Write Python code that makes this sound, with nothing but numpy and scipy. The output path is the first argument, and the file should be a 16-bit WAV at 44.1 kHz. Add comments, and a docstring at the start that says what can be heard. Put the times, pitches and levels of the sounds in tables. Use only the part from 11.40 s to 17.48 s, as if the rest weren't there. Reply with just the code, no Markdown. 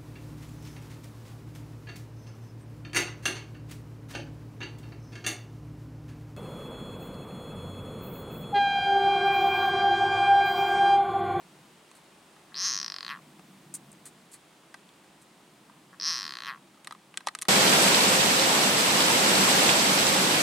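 """First come a faint forest hush, and a low hum and rumble at the microphone that swells and sinks.
Close by, on the bank of a pool, wet mud parts with small clicks, among short dry rustles.
Just left of centre, a frog held by a snake gives two creaking distress calls, each led by a soft grunt.
A call is a train of sharp slaps of the vocal folds that speeds up, slows to a rattle,
spurts once more and ends in a dull flutter as the throat slackens."""
import sys
import numpy as np
from scipy import signal
from scipy.fft import rfft, irfft
from scipy.io import wavfile
from scipy.ndimage import uniform_filter1d

SR = 44100
rng = np.random.default_rng(int(sys.argv[2]) if len(sys.argv) > 2 else 0)


def put_to_file(sound):
    """Save the sound as 16-bit audio at rate SR, in the file named by the first command-line argument."""
    columns = np.atleast_2d(sound).T  # one column per channel
    safe = np.clip(columns, -1, 1)
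    whole_steps = np.round(safe * 32767)
    wavfile.write(sys.argv[1], SR, whole_steps.astype(np.int16))


N = 268304
TIME = np.arange(N) / SR


# spectrum of the forest hush all around: f/Hz, relative level/dB
HUSH_COLOUR = [(20, -61), (45, -12.5), (100, -10), (135, -11.5), (240, -6.5), (330, 4), (470, -2.5),
               (900, -1), (1500, -6.5), (3200, -9), (6000, -16), (9000, -14), (12000, -24), (16000, -28)]
# spectrum of the hum and rumble at the microphone: f/Hz, relative level/dB
RUMBLE_COLOUR = [(20, -34), (100, -28.5), (135, -4.5), (190, -1.5), (235, -7), (330, -7), (480, -41),
                 (900, -38)]
# swells of the rumble: t/s, level/dB
RUMBLE_LEVEL = [(0.0, -61), (0.24, -58), (0.46, -67.5), (0.96, -64), (1.35, -57), (1.59, -65.5),
                (1.76, -57), (2.47, -56), (3.12, -65), (4.38, -60.5), (5.79, -63.5), (6.08, -68)]

def hush_and_rumble(hush_db=-57, fade_db_per_s=0.4055):
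    """A wide forest hush slowly fades; at the microphone, a low hum and rumble swells and sinks."""
    hush = from_db(hush_db - fade_db_per_s * TIME) * stereo_noise(HUSH_COLOUR, side_db=-6.5)
    rumble = from_db(curve(RUMBLE_LEVEL, TIME)) * stereo_noise(RUMBLE_COLOUR, side_db=-40)
    return hush + rumble


def faint_clicks(per_s=3, db=-64, spread_db=1):
    """Extra rows of mud clicks at random times, dull and barely over the hush."""
    draws = rng.random((40, 4))
    times = np.cumsum(-np.log(1 - draws[:, 0])) / per_s
    return [(s, db + spread_db * (2 * size - 1), -6 * dull, 800 * 2 ** (2 * pitch), 6)
            for s, (_, size, dull, pitch) in zip(times, draws) if s < N / SR]


# clicks in the mud: t/s, base level/dB, brightness/dB, air pocket f/Hz, pocket level re base/dB
MUD_CLICKS = [(0.513, -55, 5, 1070, 5), (0.962, -62, -5, 1250, 13), (1.993, -53.5, -6, 740, 5),
              (3.341, -42, -4.5, 1600, 8.5), (3.489, -63, 0, 3340, 21), (4.296, -61, -9, 955, 16),
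              (5.445, -47, 3.5, 2780, 7), (5.471, -36.5, 0.5, 1870, 6.5), (5.508, -44, -6.5, 920, 8),
              (5.522, -44, 1.5, 1280, 12.5), (5.548, -58, -7, 1060, 16), (5.74, -50, -3, 2990, 14),
              (5.772, -32.5, 6, 3340, 13.5), (5.805, -48, -6, 1220, 4.5), (5.8649, -49, 4, 3500, 4),
              (5.87, -28, 0, 897, 9.5), (5.871, -41, -5, 572, 12), (5.884, -32.5, 0, 1780, 11.5),
              (5.949, -32.5, 3, 1320, 3.5), (5.987, -41.5, 5.5, 3380, 11), (6.0141, -40, 8.5, 3400, 2),
              (6.02, -35, 11.5, 3340, 3), (6.026, -38, 8, 1140, 1), (6.051, -46, -2.5, 1930, 7)]

def wet_clicks(crack_s=0.001373, pocket_s=0.001816, pocket_cycles=17):
    """Close by, a film of wet mud snaps, crackles longest in the lows and frees a ringing air pocket."""
    out, t = np.zeros(N), TIME[:SR // 20]
    for s, db, bright_db, pocket_hz, pocket_db in MUD_CLICKS + faint_clicks():
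        snap = from_db(db + 3.5 + .5 * bright_db) * np.array([1, -1])
        add(out, s + crack_s, snap)
        for band_hz, band_db, t60 in (((800, 1700), -16 - bright_db, 0.031),
                                      ((1600, 4800), -13, 0.015),
                                      ((6000, 10500), -17 + bright_db, 0.0024)):
            crackle = rng.standard_normal(len(t)) * from_db(-60 * t / t60)
            crackle[0] += 4.4   # the opening crack
            crackle = rms_one(butter(crackle, band_hz, "band", order=2))
            add(out, s + crack_s, from_db(db + band_db) * crackle)
        cycles = pocket_hz * t
        pocket = from_db(db + pocket_db - 60 * cycles / pocket_cycles) * np.sin(2 * np.pi * cycles)
        add(out, s + pocket_s, pocket)
    return butter(out, (410, 13500), "band", order=3)


# spectra of a rustle's hiss and of its scrape: f/Hz, relative level/dB
HISS_COLOUR = [(600, -32), (3300, -27), (5500, -8.5), (7200, 4.5), (8700, 9), (10500, 1.5), (12500, -9.5),
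               (16000, -13)]
SCRAPE_COLOUR = [(300, -9), (700, -9), (1500, 2), (3300, -5.5), (4400, 4), (5500, -12), (8000, -24)]
# dry rustles: t/s, level/dB, length/s, scrape level re hiss/dB
RUSTLES = [(0.55, -59, 0.037, -6), (2.3395, -37.5, 0.024, -16.5), (2.517, -47, 0.0023, -20),
           (2.528, -40.5, 0.0026, -13), (2.654, -46, 0.03, -9.5), (2.915, -55, 0.027, -11),
           (2.935, -50.5, 0.026, -5), (3.814, -60.5, 0.022, -18)]

def rustles(rise_s=0.00089, grain_db=4.5):
    """Near the microphone, bright scuffs over a lower scrape: a quick start, a grainy hold, a fade."""
    hiss, scrape = np.zeros((2, N))
    t = TIME[:SR // 10]
    for s, db, length, scrape_db in RUSTLES:
        envelope = from_db(db) * (1 - np.exp(-t / rise_s)) * np.exp(-(t / length) ** 2.6)
        add(hiss, s, envelope)
        add(scrape, s, from_db(scrape_db) * envelope)
    noise = rng.standard_normal(N)
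    flicker = rms_one(uniform_filter1d(rng.standard_normal(N), size=20))
    grains = noise * from_db(grain_db * flicker)
    return hiss * rms_one(colour(grains, HISS_COLOUR)) + scrape * rms_one(colour(grains, SCRAPE_COLOUR))


# a grunt before each call: start t/s, end t/s, pulse rate/Hz, level/dB, throat f/Hz
GRUNTS = [(1.117, 1.13, 180, -15, 2010), (4.526, 4.547, 140, -12, 1900)]

def grunts():
    """A few soft, dull slaps of the frog's vocal folds."""
    out = np.zeros(N)
    for start, end, rate_hz, db, throat_hz in GRUNTS:
        body, _ = fold_slap(throat_hz, ring_db=-6, overtone_db=-19)
        for s in np.arange(start + .5 / rate_hz, end, 1 / rate_hz):
            add(out, s, from_db(db) * body)
    return out


def fold_slap(throat_hz, ring_db, overtone_db=-9, rasp_hz=9230):
    """One slap as (body, treble): tension sets a ringing upper edge and overtones that sink with it."""
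    slap = signal.unit_impulse(SR // 100)
    ringing = slap + from_db(ring_db) * resonance(slap, throat_hz, width_hz=1180)
    body = butter(ringing, .97 * throat_hz, "low", order=10)
    overtone_hz = 1210 + 0.818 * throat_hz
    overtone = butter(resonance(slap, overtone_hz, 1730), 1.25 * overtone_hz, "low", order=6)
    rasp = resonance(slap, rasp_hz, 115) + .5 * resonance(slap, 10030, 2400)
    rasp = resonance(rasp, rasp_hz, 2600)
    top_hz = 10900 + 0.28 * throat_hz
    top = resonance(resonance(slap, top_hz, 720), top_hz, 2300)
    tension = throat_hz / 6000   # only taut folds make the treble rasp
    treble = from_db(-18) * tension ** 2.6 * rasp + from_db(-23.5) * tension ** 1.5 * top
    return body - from_db(overtone_db) * overtone, treble


# how fast the folds slap in each call: t/s, pulse rate/Hz
FIRST_CALL_RATE = [(1.138, 81.3), (1.172, 141.3), (1.264, 244.7), (1.314, 126.2), (1.405, 71.8),
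                   (1.487, 50.2), (1.615, 43.7), (1.68, 68.9), (1.715, 169.0), (1.8, 24.7)]
SECOND_CALL_RATE = [(4.592, 62.3), (4.687, 192.1), (4.789, 108.6), (4.878, 71.6), (5.01, 55.3),
                    (5.063, 100.8), (5.089, 162.6), (5.19, 30.2)]
# the calls: start t/s, attack/s, slack t/s, level/dB, opening f/Hz, top f/Hz, ring fade/(dB/s)
CALLS = [(1.142, 0.11, 1.679, -2.5, 4320, 6400, 35), (4.593, .081, 5.065, -1, 5470, 5925, 115)]

def frog(shimmer_db=.5, rasp_db_per_octave=2.4, neutral_rate_hz=73):
    """On the bank, the folds slap once a cycle, raspier when fast; the mouth colours each slap's body."""
    bodies, trebles = np.zeros((2, N))
    for rate, call in zip((FIRST_CALL_RATE, SECOND_CALL_RATE), CALLS):
        cycles = np.cumsum(curve(rate, TIME, left=0, right=0)) / SR
        for s in TIME[1:][np.diff(np.round(cycles)) > 0]:
            db, throat_hz, ring_db = throat(call, s)
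            strength = from_db(db + shimmer_db * rng.standard_normal())
            body, treble = fold_slap(throat_hz, ring_db)
            rasp_db = rasp_db_per_octave * np.log2(curve(rate, s) / neutral_rate_hz)
            add(bodies, s, strength * body)
            add(trebles, s, strength * from_db(rasp_db) * treble)
    return mouth(grunts() + bodies) + trebles


def throat(call, s, tighten_s=.031, hold_s=0.11, sag_hz_per_s=5400, collapse_s=.075, rest_hz=280):
    """The throat tightens, holds, sags and goes slack; gives level/dB, f/Hz and ring/dB at time s."""
    start, attack_s, slack_at, db, open_hz, top_hz, ring_fade = call
    age, slack_for = max(s - start, 0), s - slack_at
    sag_for = max(min(s, slack_at) - start - attack_s - hold_s, 0)
    taut_hz = top_hz + (open_hz - top_hz) * np.exp(-age / tighten_s) - sag_hz_per_s * sag_for
    throat_hz = rest_hz + (taut_hz - rest_hz) * np.exp(-max(slack_for, 0) / collapse_s)
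    attack_db = -8.5 * max(1 - age / attack_s, 0)
    gush_db = 5.5 * np.exp(-((slack_for - 0.029) / .03) ** 2)   # slack folds let a last gush through
    release_db = -135 * max(slack_for - 0.076, 0)   # then the call dies
    ring_db = max(12 - ring_fade * max(age - attack_s, 0), -23)
    return db + attack_db + gush_db + release_db, throat_hz, ring_db


# resonances of the frog's open mouth: f/Hz, width/Hz, level/dB
MOUTH_RESONANCES = [(1133, 65, -7), (1348, 140, -6), (1753, 345, -3.5), (2560, 1170, -14),
                    (3210, 120, -12.5), (4350, 500, -9.5), (5140, 1460, -4.4), (6300, 3000, -7.5)]

def mouth(x, low_cut_hz=930):
    """The resonances ring side by side; so small a mouth radiates no bass."""
    ringing = sum(from_db(db) * resonance(x, hz, width) for hz, width, db in MOUTH_RESONANCES)
    return butter(ringing, low_cut_hz, "high", order=5)


# echoes from close around the microphone: delay/ms, gain
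CLOSE_ECHOES = [(.95, .14), (1.34, -.28), (2.15, -.16), (2.54, .14), (3.08, .07), (3.58, .09), (4.46, .08),
                (5.83, .07)]

def bank(x, scatter_db, scatter_t60, side_db, trees_db=-23, trees_t60=0.16):
    """Close echoes, a quick scatter off the rough bank and a faint tail from the trees beyond."""
    out = x + sum(gain * np.interp(TIME - ms / 1000, TIME, x) for ms, gain in CLOSE_ECHOES)
    t = TIME[:SR // 2]
    for db, t60 in ((scatter_db, scatter_t60), (trees_db, trees_t60)):
        mid, side = rng.standard_normal((2, len(t))) * from_db(-60 * t / t60) * (t > .002)
        tail = rms_one(mid + from_db(side_db) * side * [[1], [-1]]) / np.sqrt(len(t))
        out = out + from_db(db) * signal.fftconvolve(x[None], tail)[:, :N]
    return out


def from_db(db):
    return 10 ** (np.asarray(db) / 20)


def rms_one(x):
    return x / np.sqrt(np.mean(x ** 2) + 1e-20)


def curve(rows, t, **ends):
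    """A two-column table, read at times t."""
    return np.interp(t, *np.transpose(rows), **ends)


def add(track, s, sound):
    """Mix a short sound into a track at time s."""
    at = round(s * SR)
    track[at:at + len(sound)] += sound[:max(N - at, 0)]


def butter(x, hz, kind, order):
    sections = signal.butter(order, np.clip(hz, 10, .45 * SR), kind, fs=SR, output="sos")
    return signal.sosfilt(sections, x)


def colour(x, spectrum, size=4096):
    """Causal (minimum-phase) filter that follows a table of f/Hz, level/dB."""
    hz, db = np.transpose(spectrum)
    bin_hz = np.maximum(np.arange(size // 2 + 1) * SR / size, 1)
    gain = from_db(np.interp(np.log(bin_hz), np.log(hz), db))
    cepstrum = irfft(np.log(gain))
    cepstrum[1:size // 2] *= 2
    cepstrum[size // 2 + 1:] = 0
    impulse_response = irfft(np.exp(rfft(cepstrum)))
    return signal.fftconvolve(x, impulse_response)[:len(x)]


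def resonance(x, hz, width_hz):
    """One ringing band, with unit gain at its peak."""
    r = np.exp(-np.pi * width_hz / SR)
    feedback = [1, -2 * r * np.cos(2 * np.pi * hz / SR), r * r]
    return signal.lfilter(np.array([1, 0, -1]) * (1 - r * r) / 2, feedback, x)


def stereo_noise(spectrum, side_db, apart_hz=700):
    """Coloured noise, common to both sides in the bass and wider above; rms 1."""
    mid, side = (rms_one(colour(white, spectrum)) for white in rng.standard_normal((2, N)))
    return rms_one(mid + from_db(side_db) * butter(side, apart_hz, "high", order=1) * [[1], [-1]])


def scene():
    """From the microphone, the frog sits just left of centre; the small sounds spread a little wider."""
    background = hush_and_rumble()
    small_sounds = bank(wet_clicks() + rustles(), scatter_db=-8, scatter_t60=0.019, side_db=1.5)
    calls = bank(frog(), scatter_db=-11.5, scatter_t60=0.088, side_db=-6)
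    pan_db = [[.45], [-.45]]
    return background + small_sounds + calls * from_db(pan_db)


def record(dry, cutoff_hz=16100):
    """The top is cut steeply."""
    return signal.sosfiltfilt(signal.ellip(10, .1, 70, cutoff_hz, fs=SR, output="sos"), dry)


dry = scene()
out = record(dry)
put_to_file(out)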